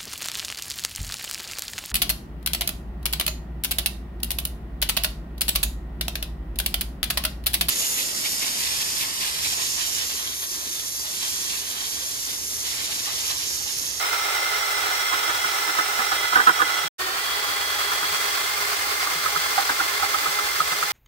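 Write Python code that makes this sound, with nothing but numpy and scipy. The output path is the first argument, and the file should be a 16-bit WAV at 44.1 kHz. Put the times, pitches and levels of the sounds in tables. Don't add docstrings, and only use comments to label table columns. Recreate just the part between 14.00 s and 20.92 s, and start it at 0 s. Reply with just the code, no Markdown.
import sys
import numpy as np
from scipy import signal
from scipy.fft import rfft, irfft, next_fast_len
from scipy.io import wavfile
from scipy.ndimage import uniform_filter1d

SR = 44100
rng = np.random.default_rng(int(sys.argv[2]) if len(sys.argv) > 2 else 0)


def generate_wav(signal):
    frames = np.transpose(np.atleast_2d(signal))
    scaled = np.clip(frames, -1, 1) * 32767
    pcm = np.round(scaled).astype(np.int16)
    wavfile.write(sys.argv[1], SR, pcm)


N = 305172

# start/s, end/s
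MIX_SPANS = [(-.1, 2.883), (2.982, 7.0)]
# f/Hz, likeness/0-1
EAR_LIKENESS = [(100, 0.83), (350, 0.93), (700, 0.12), (1500, 0)]
# f/Hz, left minus right/dB
BALANCE = [
    [(150, -2), (350, 0), (700, -7), (1400, -6.5), (2400, -3), (6000, 0.5), (15000, 0.5)],
    [(150, -1), (350, -2), (700, -6), (1300, -2.5), (2400, -2), (6000, -1), (15000, 0.8)],
]
BUCKET_DELAYS = [(13,), (7,)]
# f/Hz, level/dB, t60/s
WALL_MODES = [(795, -13.5, .035), (960, -10, .02), (1200, -5, .015), (1350, -2, .02), (1480, 0, .02),
              (1720, -3, .015), (3500, -12, .003)]
# f/Hz, level/dB, t60/s
FLOOR_MODES = [(118.05, -13.5, 0.066), (160, -13.5, 0.15), (251, -4.5, 0.12), (311.6, 2.5, 0.14),
               (493, 1, 0.076)]
# t/s, level/dB
FLOOR_SHOVES = [(1.44, -49), (2.491, -43), (2.843, -42), (3.169, -59), (4.022, -46), (4.116, -45),
                (4.59, -51), (5.153, -42), (5.256, -44), (5.363, -41), (6.275, -44.5), (6.6, -41),
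                (6.713, -42.5), (6.827, -46)]
# t/s, level/dB, pitch of the spot/Hz, attack/s, judder share/0-1
WALL_HITS = [(1.115, -18, 1100, .012, .85), (1.285, -18, 1380, .012, .9), (1.438, -15.5, 1370, .007, .7),
             (1.675, -18, 1350, .012, .9), (1.778, -14, 1300, .01, .9), (1.984, -16, 1150, .006, .9),
             (2.11, -16.5, 1200, .008, .9), (2.32, -15, 1350, .01, .8), (2.355, -2, 1490, .002, .65),
             (2.367, -7, 1490, .003, .7), (2.381, -11, 1180, .003, .7), (2.394, -8.5, 1510, .009, .65),
             (2.468, -1.5, 1330, .005, .6), (2.489, -2.5, 1440, .003, .75), (2.592, -10.5, 1210, .012, .5),
             (2.611, -8, 1420, .008, .9), (3.914, -16.5, 1320, .005, .6), (4.022, -19, 1300, .006, .8),
             (5.062, -18.5, 1160, .005, .7), (5.258, -12, 1310, .004, .3), (5.360, -11, 1320, .002, .25),
             (5.577, -13.5, 800, .004, .15), (5.578, -14, 1430, .006, .7), (5.688, -10, 1520, .008, .8),
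             (5.792, -12.5, 1370, .014, .55), (6.022, -14, 1290, .005, .35), (6.028, -18, 805, .008, .2),
             (6.141, -12.5, 1310, .005, .4), (6.254, -15.5, 1300, .007, .6), (6.386, -14, 1330, .005, .4),
             (6.602, -7, 1270, .003, .25), (6.714, -19, 1300, .006, .9), (6.825, -12, 1305, .003, .35)]
# rattle/dB, hiss/dB
GEARBOX_MIX = [(-27.5, -29), (-26, -26.5)]
# t/s, level/dB
GEAR_RIDE = [(1.9, 1.6), (2.8, 0.3), (3.0, -2), (3.4, -3.8), (4.1, -1)]
# f/Hz, level/dB
RATTLE_EQ = [
    [(40, -25), (80, -14), (130, -21), (240, -47), (320, -12), (600, -7.5), (800, -0.5), (1100, -6.5),
     (1500, -24), (1720, -3.5), (2500, -5.5), (4500, -12), (7000, -50)],
    [(40, -20.5), (80, -8), (130, -22.5), (240, -20.5), (340, -11), (600, -6), (780, -2), (900, -6.5),
     (1080, 4.5), (1500, 2.5), (2200, -1), (2600, -3.5), (4000, -11), (7000, -14.5)],
]
# f/Hz, width/Hz, level/dB
HOUSING_MODES = [
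    [(1340, 87, 9), (1441, 15, 10), (2296, 31, -5), (3780, 180, -6)],
    [(1374, 47, -2), (2360, 45, -8.5), (3580, 130, -5.5), (4355, 160, -2.5), (4750, 102, -0.5)],
]
# f/Hz, level/dB
HISS_EQ = [(600, -38), (2000, -1.5), (3200, -3.5), (4500, -2), (6000, -0.5), (7200, -4), (9000, -1.5),
           (10700, -12), (12500, -4), (14000, -8), (15500, -3)]
# t/s, pitch/multiple of motor speed, level/dB
WHIR_CURVE = [(0, 5.0, -34), (.45, 4.98, -30), (.9, 4.97, -33.5), (2.7, 4.89, -32.5), (3.2, 4.87, -38),
              (4.1, 4.92, -36.5), (4.6, 5.07, -34.5), (5.6, 5.02, -36.5), (6.2, 5.02, -33.5),
              (6.9, 5.0, -36.5)]
PARTIALS = [(.2, .3), (1, .7), (2, .7), (4.2, .8), (7.13, .4), (8.92, .9), (10, .6), (11.71, .95),
            (12.56, .45), (13.57, .65), (14.65, .7), (21, .6)]
# first stretch/dB, second stretch/dB
PARTIAL_LEVELS = [(-60.5, -59.5), (-49.5, -48), (-46, -42), (-43.5, -43.5), (-46, -51), (-45, -44.5),
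                  (-43.5, -41.5), (-79, -43.5), (-41, -45.5), (-41, -45), (-55, -46), (-47.5, -53)]
# t/s, level/dB
WHINE_RIDE = [(0, -43), (0.85, -40), (1.08, -33.5), (1.5, -37.5), (1.8, -46), (2.15, -36), (2.45, -33),
              (2.75, -35.5), (3.3, -33.5), (4.25, -35), (4.5, -40.5), (4.9, -48), (5.35, -37.5),
              (5.65, -41.5), (6.1, -39), (6.75, -40.5)]
LEFT_LEADS = [(.4, -.8), (.9, .8)]

CRUISE_HZ, BOGGED_LOSS_HZ = 413.7, 37.0
PADDLE_RATIO, CARRIER_RATIO = 45.75, 9.6
BREAK_FREE_AT_S, PICKUP_S = 3.17, .026
KNOCK_DRAG_HZ, DRAG_S = 9.0, .025
LABOUR_WHINE_DB, LABOUR_HUM_DB, LABOUR_GEARS_DB = -9.5, 4.5, -3
JUDDERS_PER_S, SQUEAK_WAVER = 2300, .027
THUD_HZ, THUD_T60_S, THUD_ATTACK_S = 160.6, .12, .008
ROOM_T60_S, WASH_DB, RIGHT_LAG_SAMPLES = .063, 5, 11.51


def from_db(db):
    return 10 ** (np.asarray(db) / 20)


def unit_rms(x):
    return x / np.sqrt(np.mean(x ** 2) + 1e-20)


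def curves(rows):
    times, *columns = np.transpose(rows)
    return [np.interp(np.arange(N) / SR, times, column) for column in columns]


def per_stretch(rows):
    return np.array(rows)[(np.arange(N) / SR > MIX_SPANS[0][1]).astype(int)].T


def at_hz(points, hz):
    known_hz, values = np.transpose(points)
    return np.interp(np.log(hz + 1e-3), np.log(known_hz), values)


def equalise(x, spectrum):
    return irfft(rfft(x) * from_db(at_hz(spectrum, np.fft.rfftfreq(N, 1 / SR))), N)


def drift(rate_hz):
    r = np.exp(-40 * np.pi * rate_hz / SR)
    slow = signal.lfilter([1], [1, -2 * r, r * r], rng.standard_normal(N // 20 + 2002))[2000:]
    return np.interp(np.arange(N) / 20, np.arange(len(slow)), unit_rms(slow))


def angle(hz):
    return 2 * np.pi * np.cumsum(hz) / SR


def resonance(x, hz, width_hz):
    r, w = np.exp(-np.pi * width_hz / SR), 2 * np.pi * hz / SR
    return signal.lfilter(np.array([1, 0, -1]) * (1 - r * r) / 2, [1, -2 * r * np.cos(w), r * r], x)


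def ring(force, modes):
    out = 0
    for k, (hz, db, t60) in enumerate(modes):
        r, w = from_db(-60 / (t60 * SR)), 2 * np.pi * hz / SR
        mode = signal.lfilter([0, np.sin(w)], [1, -2 * r * np.cos(w), r * r], force + 1e-18)
        out = out + (-1) ** k * from_db(db) * mode
    return out


def impacts(per_s, spread_db):
    sizes = from_db(spread_db * np.minimum(rng.exponential(1, N), 4))
    return unit_rms((rng.random(N) < per_s / SR) * sizes * rng.choice([-1, 1], N))


def tone(phase, blur, blur_hz, lead):
    ears = []
    for direct in (phase, phase - lead):
        in_step = np.sqrt(2 * (1 - blur)) + np.sqrt(blur) * drift(blur_hz)
        ears.append(in_step * np.sin(direct) + np.sqrt(blur) * drift(blur_hz) * np.cos(direct))
    return np.array(ears)


def widen(mid, side, alike):
    return np.sqrt(1 + alike) * mid + np.sqrt(1 - alike) * side * [[1], [-1]]


def room(x, lag, wet_db):
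    size = next_fast_len(N + SR)
    t = np.arange(SR // 2) / SR
    tails = rng.standard_normal((2, len(t))) * from_db(-60 * t / ROOM_T60_S) * (t > .003)
    mid, side = rfft(tails / np.sqrt(np.sum(tails ** 2)), size)
    alike = at_hz(EAR_LIKENESS, np.fft.rfftfreq(size, 1 / SR))
    diffuse = widen(mid, side, alike) * (1 - alike / 2)
    wet = irfft(rfft(x, size) * diffuse, size)[:, :N]
    direct = np.array([x, np.interp(np.arange(N) - lag, np.arange(N), x)])
    return (direct + from_db(wet_db) * wet) / np.hypot(1, from_db(wet_db))


def floor_thuds():
    t, out = np.arange(SR // 3) / SR, np.zeros(N + SR)
    envelope = (1 - np.exp(-t / THUD_ATTACK_S)) * from_db(-60 * t / THUD_T60_S)
    thud = envelope * np.sin(2 * np.pi * THUD_HZ * t)
    for at_s, db in FLOOR_SHOVES:
        start = int(at_s * SR)
        out[start:start + len(t)] += from_db(db) * thud / thud.max()
    return out[:N]


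def mortar(rotor):
    push = from_db(np.sin(2 * rotor / PADDLE_RATIO) + 3.5 * np.tanh(drift(14)))
    grit = impacts(per_s=350, spread_db=-.5) * push
    scrape = from_db(-42) * unit_rms(ring(grit, WALL_MODES))
    rumble = from_db(-57) * unit_rms(ring(grit, FLOOR_MODES))
    return scrape + rumble


def blade_contact(spot_hz, attack_s, judder):
    t = np.arange(SR // 4) / SR
    fade_s = (.002 + .01 * judder) * (1300 / spot_hz) ** 3
    pressure = np.minimum(t / attack_s, 1) * np.exp(-np.maximum(t - attack_s, 0) / fade_s)
    waver = unit_rms(uniform_filter1d(rng.standard_normal(len(t)), size=200))
    squeak = pressure * np.sin(angle(spot_hz * (1 + SQUEAK_WAVER * waver)))
    slips = pressure * rng.choice([-1, 1], len(t)) * (rng.random(len(t)) < JUDDERS_PER_S / SR)
    wall = unit_rms(ring(slips, WALL_MODES))
    floor = from_db(-18) * unit_rms(ring(slips, FLOOR_MODES))
    sand = from_db(-17.5) * unit_rms(slips)
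    return np.sqrt(1 - judder ** 2) * squeak + judder * squeak.std() * (wall + floor + sand)


def wall_knocks():
    out = np.zeros(N + SR)
    for at_s, db, spot_hz, attack_s, judder in WALL_HITS:
        start, hit = int(at_s * SR), blade_contact(spot_hz, attack_s, judder)
        out[start:start + len(hit)] += from_db(db) * hit
    return out[:N]


def grinding(per_s, spread_db, swing_db):
    swing = from_db(swing_db)
    direct = impacts(per_s, spread_db) * swing
    alike = at_hz(EAR_LIKENESS, np.fft.rfftfreq(N, 1 / SR))
    mid, side = rfft(rng.standard_normal((2, N)) * uniform_filter1d(swing, size=200))
    wash = irfft(widen(mid, side, alike), N) / np.sqrt(2)
    return np.array([direct, np.roll(direct, round(RIGHT_LAG_SAMPLES))]) + from_db(WASH_DB) * wash


def gearbox(rotor, gears_db, gates):
    rattle_db, hiss_db = per_stretch(GEARBOX_MIX)
    load_db = .3 * np.sin(rotor / CARRIER_RATIO) + .3 * np.sin(rotor / PADDLE_RATIO)
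    load_db += .8 * np.tanh(drift(40))
    teeth = grinding(per_s=4000, spread_db=1.5, swing_db=2.55 * load_db + 2.3 * np.sin(rotor))
    rattle = 0
    for gate, spectrum, modes in zip(gates, RATTLE_EQ, HOUSING_MODES):
        housing = sum(from_db(db) * resonance(teeth, hz, width) for hz, width, db in modes)
        rattle = rattle + gate * unit_rms(equalise(teeth, spectrum) + housing)
    fizz = grinding(per_s=12000, spread_db=5, swing_db=load_db + .88 * np.sin(rotor))
    hiss = unit_rms(equalise(fizz, HISS_EQ))
    return from_db(rattle_db + .34 * gears_db) * rattle + from_db(hiss_db + gears_db) * hiss


def gear_whir(speed_hz, labour):
    multiple, level_db = curves(WHIR_CURVE)
    wobble = np.sin(angle(13 + 4 * drift(8)))
    chatter_db = 3.5 * np.sin(angle(38 + 22 * drift(40)))
    pitch_hz = multiple * speed_hz + 14 * wobble + 22 * drift(50)
    pulses = unit_rms(from_db(1.8 * wobble + chatter_db))
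    gain = from_db(level_db + LABOUR_GEARS_DB * labour)
    return gain * pulses * tone(angle(pitch_hz), blur=.35, blur_hz=45, lead=per_stretch(LEFT_LEADS)[1])


def motor_speed():
    t = np.arange(N) / SR
    bogged = (t > MIX_SPANS[0][1]) * (1 - np.tanh((t - BREAK_FREE_AT_S) / (2 * PICKUP_S))) / 2
    drag = sum(from_db(db) * np.exp(-np.minimum(((t - at_s) / DRAG_S - 1) ** 2, 20))
               for at_s, db, *_ in WALL_HITS)
    return CRUISE_HZ - BOGGED_LOSS_HZ * bogged - KNOCK_DRAG_HZ * drag


def motor(rotor, labour, gears_db, gates):
    whine_db = curves(WHINE_RIDE)[0] + LABOUR_WHINE_DB * labour
    lead = per_stretch(LEFT_LEADS)[0] + .3 * drift(1)
    out = from_db(whine_db) * tone(8 * rotor, blur=.25, blur_hz=45, lead=lead)
    for (multiple, blur), (first_db, second_db) in zip(PARTIALS, PARTIAL_LEVELS):
        hz = multiple * CRUISE_HZ
        gain = from_db(first_db) * gates[0] + from_db(second_db) * gates[1]
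        swell_db = LABOUR_HUM_DB * labour * (multiple == 1) + np.tanh(drift(10))
        swell_db += 1.6 * gears_db * (hz > 5000)
        lead = 2 * np.pi * hz * RIGHT_LAG_SAMPLES / SR + .1 * multiple * drift(4)
        ears = tone(multiple * rotor, blur, blur_hz=20 + 2 * multiple, lead=lead)
        out = out + gain * from_db(swell_db) * (ears[0] if hz < 600 else ears)
    return out


def scene():
    t = np.arange(N) / SR
    gates = [np.clip(np.minimum((t - start) / .014, (end - t) / .004), 0, 1) for start, end in MIX_SPANS]
    speed_hz = motor_speed()
    labour = (CRUISE_HZ - speed_hz) / BOGGED_LOSS_HZ
    waver_hz = .8 * drift(12) + 4.8 * labour * drift(87)
    rotor = angle(speed_hz + waver_hz)
    gears_db = curves(GEAR_RIDE)[0] + LABOUR_GEARS_DB * labour
    drill = motor(rotor, labour, gears_db, gates) + gear_whir(speed_hz, labour)
    drill += gearbox(rotor, gears_db, gates)
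    bucket = mortar(rotor) + wall_knocks() + floor_thuds()
    mix = drill + room(bucket, lag=per_stretch(BUCKET_DELAYS)[0], wet_db=-5)
    out = 0
    for gate, balance in zip(gates, BALANCE):
        ears = [equalise(ear, np.array(balance) * [1, share]) for ear, share in zip(mix, (.5, -.5))]
        out = out + gate * np.array(ears)
    return out


def record(dry):
    rounded = dry / (1 + (dry / .92) ** 4) ** .25
    return signal.sosfilt(signal.ellip(12, .1, 90, 15700, fs=SR, output="sos"), rounded)


dry = scene()
out = record(dry)
generate_wav(out)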